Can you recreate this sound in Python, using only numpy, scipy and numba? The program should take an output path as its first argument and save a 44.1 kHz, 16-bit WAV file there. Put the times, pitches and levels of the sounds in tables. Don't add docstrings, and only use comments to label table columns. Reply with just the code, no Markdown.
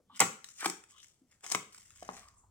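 import sys
import numpy as np
from scipy import signal
from scipy.fft import rfft, irfft
from scipy.io import wavfile
from scipy.ndimage import uniform_filter1d
from numba import njit

SR = 44100
rng = np.random.default_rng(int(sys.argv[2]) if len(sys.argv) > 2 else 0)


def to_wav(s):
    ch = np.atleast_2d(s).T
    pcm = np.round(np.clip(ch, -1, 1) * 32767)
    wavfile.write(sys.argv[1], SR, pcm.astype(np.int16))


N = 110250

# f/Hz, level/dB
PANEL = [(40, -54.5), (150, -23.5), (400, -3), (560, -12.5), (780, 2), (1000, 0), (1270, 3.5), (1700, -9.5),
         (2200, -4), (3000, -9), (4200, -17), (16000, -49)]
# f/Hz, level/dB
TAPE = [(200, -46.5), (1200, -11.5), (3200, -6), (4000, -11.5), (4600, -6.5), (5400, -3), (6700, 1),
        (8000, 4), (9500, -7.5), (11500, -18), (15600, -16)]
# f/Hz, level/dB
RUB = [(200, -13), (700, -28.5), (1200, 1.5), (2200, 2.5), (3000, -7.5), (4300, -8.5), (16000, -36.5)]
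CUT_GRAINS_PER_S, CUT_SCATTER_DB = 5000, 4
BASS_CUT_HZ = 230


def undb(db):
    return 10 ** (np.asarray(db) / 20)


def unit(x):
    return x / np.sqrt(np.mean(x ** 2))


def along(hz, table, axis=1):
    table = np.array(table, float)
    return np.interp(np.log(hz + 1), np.log(table[:, 0]), table[:, axis])


def response(points, size=2048):
    hz = np.fft.rfftfreq(size, 1 / SR)
    cepstrum = irfft(np.log(undb(along(hz, points))))
    cepstrum[1:size // 2] *= 2
    cepstrum[size // 2 + 1:] = 0
    return irfft(np.exp(rfft(cepstrum)))


def through(x, ring):
    return signal.oaconvolve(x, ring / np.linalg.norm(ring))[:N]


def high_pass(x, hz):
    return signal.sosfilt(signal.butter(3, hz, "high", fs=SR, output="sos"), x)


def modes(rows):
    t = np.arange(SR // 5) / SR
    return sum(undb(db) * np.sin(2 * np.pi * hz * t) * np.exp(-np.log(1000) * t / t60)
               for hz, db, t60 in rows)


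def add(out, at, x, db):
    i = int(at * SR)
    x = x[:N - i] * undb(db) * np.sqrt(.005 * SR) / np.linalg.norm(x)
    out[i:i + len(x)] += x


def swell(at, rise, fade):
    t = np.arange(N) / SR - at
    return undb(-20 * np.minimum(np.maximum(-t / rise, t / fade), 10))


def grains(rate, scatter_db):
    size = undb(scatter_db * np.minimum(rng.exponential(size=N), 4))
    hits = rng.random(N) < rate / SR
    return unit(hits * size * rng.choice([-1, 1], N))


def catching():
    catch_per_s, catch_db = 90, 2.6
    step = (np.arange(N) / SR * catch_per_s).astype(int)
    held = rng.standard_normal(2000)[step]
    return unit(undb(catch_db * uniform_filter1d(held, SR // 250)))


def friction(rows, rate, scatter_db, body, top):
    low = sum(undb(db) * swell(at, rise, fade) for at, rise, fade, db, _ in rows)
    high = sum(undb(db) * swell(at, rise, fade) for at, rise, fade, _, db in rows)
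    return sum(through(level * catching() * grains(rate, scatter_db), response(colour))
               for level, colour in ((low, body), (high, top)))


def snaps():
    # t/s, box thump/dB, panel pop/dB, tape crack/dB
    breaks = [(0.1945, -64.5, -74, -35), (0.2026, -45.5, -28, -22), (0.2045, -38, -27, -18.5),
              (0.2085, -38, -43, -37), (.2160, -39, -24, -58), (0.222, -32, -51, -56),
              (0.6293, -80.5, -44, -53), (0.646, -77.5, -37.5, -39), (.6570, -48.5, -36.5, -36),
              (0.6589, -43, -27.5, -31), (0.6614, -37, -33.5, -37), (.6990, -53, -43.5, -34.5),
              (1.5010, -75, -55, -39.5), (1.5168, -89.5, -43, -31), (1.5209, -60.5, -41, -27),
              (1.5484, -43, -27.5, -32.5), (1.5493, -43.5, -34.5, -47), (1.5544, -48, -40, -37),
              (1.7826, -78, -63.5, -58)]
    # f/Hz, level/dB, t60/s
    box_modes = [(120, -10, .07), (165, -4.5, .035), (225, 1.5, .055), (420, 7, .025)]
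    # t/s, pitch ratio, bass cut/Hz
    box_tuning = [(.21, 1, 110), (.66, .79, 190), (1.55, .95, 110)]
    # f/Hz, level/dB
    reflection_modes = [(790, -19.5), (950, -3), (1040, -4), (1185, -4), (1277, 5), (1598, -7.5),
                        (2320, 1.5)]
    reflection_t60_s, reflection_db = 0.11, -11.5
    splinter_s, splinter_db = 0.0018, 1

    out, t = np.zeros(N), np.arange(SR // 50) / SR
    panel, tape = response(PANEL), response(TAPE)
    reflections = modes([(hz, db, reflection_t60_s) for hz, db in reflection_modes])
    reflections = high_pass(reflections, BASS_CUT_HZ)
    tuning_t, ratios, cuts_hz = np.transpose(box_tuning)
    for at, thump_db, pop_db, crack_db in breaks:
        spray = rng.standard_normal((2, len(t))) * np.exp(-t / splinter_s)
        spray = undb(splinter_db) * spray / np.linalg.norm(spray, axis=1, keepdims=True)
        spray = spray + (t == 0)
        ratio = np.interp(at, tuning_t, ratios)
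        cut_hz = np.interp(at, tuning_t, cuts_hz)
        box = modes([(hz * ratio, db, t60) for hz, db, t60 in box_modes])
        add(out, at, high_pass(box, cut_hz), thump_db)
        add(out, at, signal.fftconvolve(spray[0], panel), pop_db)
        add(out, at, signal.fftconvolve(spray[0], reflections), pop_db + reflection_db)
        add(out, at, signal.fftconvolve(spray[1], tape), crack_db)
    return out


def cuts():
    # peak t/s, swell/s, fade/s, board rasp/dB, tape hiss/dB
    drags = [(.212, 0.009, 0.038, -25.5, -31), (.622, 0.069, 0.017, -70, -45.5),
             (.662, 0.04, 0.036, -52, -36.5), (1.443, 0.013, 0.029, -45, -47),
             (1.528, 0.056, 0.033, -44.5, -39.5)]
    return friction(drags, CUT_GRAINS_PER_S, CUT_SCATTER_DB, PANEL, TAPE)


@njit
def moving_band(x, hz, width):
    y, b, l = np.empty(len(x)), 0., 0.
    for i in range(len(x)):
        g = np.tan(np.pi * hz[i] / SR)
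        v = (b + g * (x[i] - l)) / (1 + g * (g + width))
        b, l, y[i] = 2 * v - b, l + 2 * g * v, width * v
    return y


def slit():
    # t/s, centre f/Hz, level/dB
    track = [(0.58, 2400, -71.5), (0.602, 2000, -54.5), (0.621, 1600, -43), (0.639, 1350, -48),
             (0.646, 1150, -37), (0.666, 920, -55)]
    width = 0.8
    t = np.arange(N) / SR
    at, hz, db = np.array(track, float).T
    centre_hz = np.interp(t, at, hz)
    rasp = grains(CUT_GRAINS_PER_S, CUT_SCATTER_DB)
    for _ in range(2):
        rasp = moving_band(rasp, centre_hz, width)
    return unit(rasp) * undb(np.interp(t, at, db, left=-np.inf, right=-np.inf))


def crinkles():
    # peak t/s, swell/s, fade/s, rub/dB, hiss/dB
    swells = [(.175, 0.031, 0.011, -55, -50), (.49, 0.12, 0.075, -70, -58.5),
              (.91, 0.03, 0.051, -71.5, -58), (1.035, 0.11, 0.13, -81, -60),
              (1.33, 0.042, 0.043, -68.5, -63), (1.765, 0.061, 0.21, -75.5, -58),
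              (1.98, 0.24, 0.23, -81.5, -67.5), (2.175, 0.21, 0.12, -59, -57)]
    grains_per_s, scatter_db = 750, 3.4
    return friction(swells, grains_per_s, scatter_db, RUB, TAPE)


def ticks():
    # t/s, level/dB
    flicks = [(0.4433, -46), (0.487, -56), (0.8383, -56.5), (.982, -60.5), (1.03, -58.5), (1.0435, -59.5),
              (1.408, -67.5), (1.4640, -43), (1.7460, -52), (1.8544, -64.5), (1.9052, -58), (1.982, -65),
              (2.028, -54), (2.049, -57), (2.1440, -60.5), (2.174, -65), (2.285, -58)]
    tick_s, rub_db = .002, -4.5
    out, t = np.zeros(N), np.arange(SR // 50) / SR
    for at, db in flicks:
        for colour, gain_db in ((TAPE, 0), (RUB, rub_db)):
            burst = rng.standard_normal(len(t)) * np.exp(-t / tick_s)
            add(out, at, signal.fftconvolve(burst, response(colour)), db + gain_db)
    return out


def knife_down():
    # t/s, level/dB, f/Hz, t60/s
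    knocks = [(2.0250, -41, 694, 0.023), (2.0902, -34, 930, 0.0072), (2.0949, -44, 810, 0.0075)]
    # f/Hz, level/dB, t60/s
    sheet_modes = [(230, -18, .045), (1110, -19, .03)]
    grit_db, grit_s = -17, .006
    out, t = np.zeros(N), np.arange(SR // 20) / SR
    for at, db, pitch_hz, t60 in knocks:
        knock = modes([(pitch_hz, 0, t60)] + list(sheet_modes))
        add(out, at, -high_pass(knock, BASS_CUT_HZ), db)
        grit = rng.standard_normal(len(t)) * np.exp(-t / grit_s)
        add(out, at, signal.fftconvolve(grit, response(PANEL)), db + grit_db)
    return out


def scuffs():
    # peak t/s, swell/s, fade/s, level/dB, centre f/Hz
    rubs = [(.006, 0.059, 0.006, -54, 472), (0.099, 0.0029, 0.08, -56.5, 1025),
            (.15, 0.11, 0.022, -65, 217), (.15, 0.043, 0.15, -60.5, 3260), (0.966, .08, 0.04, -66.5, 1210),
            (.99, .08, 0.085, -61.5, 3260), (1.218, 0.0072, 0.019, -62.5, 245.5),
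            (2.109, 0.054, 0.14, -54.5, 717), (2.28, 0.3, 0.29, -67.5, 1103),
            (2.38, 0.037, 0.08, -64, 7570), (2.436, 0.0051, 0.07, -67.5, 904)]
    width = .22
    grains_per_s, scatter_db = 1200, 2.5
    out = np.zeros(N)
    for at, rise, fade, db, hz in rubs:
        edges_hz = [hz / (1 + width / 2), hz * (1 + width / 2)]
        band = signal.butter(2, edges_hz, "band", fs=SR, output="sos")
        rub = unit(signal.sosfilt(band, grains(grains_per_s, scatter_db)))
        out += undb(db) * swell(at, rise, fade) * rub
    return out


def at_ports(x, lag_s):
    hz = np.fft.rfftfreq(N, 1 / SR)
    return np.array([x, irfft(rfft(x) * np.exp(-2j * np.pi * hz * lag_s), N)])


def nearby(x, count=7):
    near_db, near_s, near_hz = -3.5, 0.0021, 1110
    shift_per_s = 13
    t = np.arange(SR // 50) / SR
    pose, out = np.arange(N) / SR * shift_per_s, 0
    for k in range(count):
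        share = np.sqrt(np.maximum(1 - np.abs((pose - k) % count - 1), 0))
        paths = high_pass(rng.standard_normal((2, len(t))) * np.exp(-t / near_s), near_hz)
        out = out + np.array([through(x * share, path) for path in paths])
    return undb(near_db) * out


def yard(x):
    # f/Hz, level re direct sound/dB, t60/s
    echo_bands = [(87, -2, 0.3), (300, -1, 0.35), (730, -11, 0.36), (1850, -7, 0.4), (6680, -5.5, 0.33),
                  (13960, -6, .3)]
    onset_s, alike_hz = 0.0012, 646
    t = np.arange(SR // 2) / SR
    hz = np.fft.rfftfreq(len(t), 1 / SR)
    shared = rfft(rng.standard_normal(len(t)))
    own = rfft(rng.standard_normal((2, len(t))))
    alike = 1 / (1 + (hz / alike_hz) ** 4)
    noise, tail = np.sqrt(alike) * shared + np.sqrt(1 - alike) * own, 0
    log_centres = np.log([row[0] for row in echo_bands])
    for share, (_, db, t60) in zip(np.eye(len(echo_bands)), echo_bands):
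        band = np.interp(np.log(hz + 1), log_centres, share)
        fall = np.exp(-np.log(1000) * t / t60) * (1 - np.exp(-t / onset_s))
        tail = tail + undb(db) * irfft(noise * band, len(t)) * fall / np.linalg.norm(fall)
    return signal.fftconvolve(x[None], tail, axes=1)[:, :N]


def background():
    # f/Hz, level/dB
    air = [(20, -14), (90, -2.5), (700, -18.5), (3000, -33.5), (7000, -28.5), (16000, -38)]
    # f/Hz, level/dB
    rumble = [(20, -1), (60, 13.5), (110, 9.5), (200, -14.5), (1000, -39)]
    air_db, rumble_db = -77.5, -67.5
    peak_s, swell_s, fade_s = 2.07, 0.55, 1.7

    def wide(spectrum):
        mid, side = (through(rng.standard_normal(N), response(spectrum)) for _ in range(2))
        return mid + 0.2 * side * np.array([[1], [-1]])

    rumbling = undb(rumble_db) * wide(rumble) * swell(peak_s, swell_s, fade_s)
    return undb(air_db) * wide(air) + rumbling


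def scene():
    parcel_lag_s, knife_lag_s = .00008, 0.00018
    parcel = snaps() + cuts() + slit() + crinkles() + ticks() + scuffs()
    knife = knife_down()
    direct = at_ports(parcel, parcel_lag_s) + at_ports(knife, knife_lag_s)
    return direct + nearby(parcel + knife) + yard(parcel + knife) + background()


def record(dry):
    # f/Hz, level/dB
    port_tilt = [(100, -1), (450, 2.5), (800, 0.5), (1300, -0.5), (2200, 5.5), (3700, 5.5), (4500, 6),
                 (6600, 9), (7700, -.5), (10500, -4), (13000, 1.5), (15500, 8)]
    top_hz = 16300
    wet = []
    for x, side in zip(dry, (1, -1)):
        colour = response([(hz, side * db / 2) for hz, db in port_tilt])
        wet.append(signal.oaconvolve(x, colour)[:N])
    return signal.sosfilt(signal.ellip(8, .2, 70, top_hz, fs=SR, output="sos"), wet)


dry = scene()
out = record(dry)
to_wav(out)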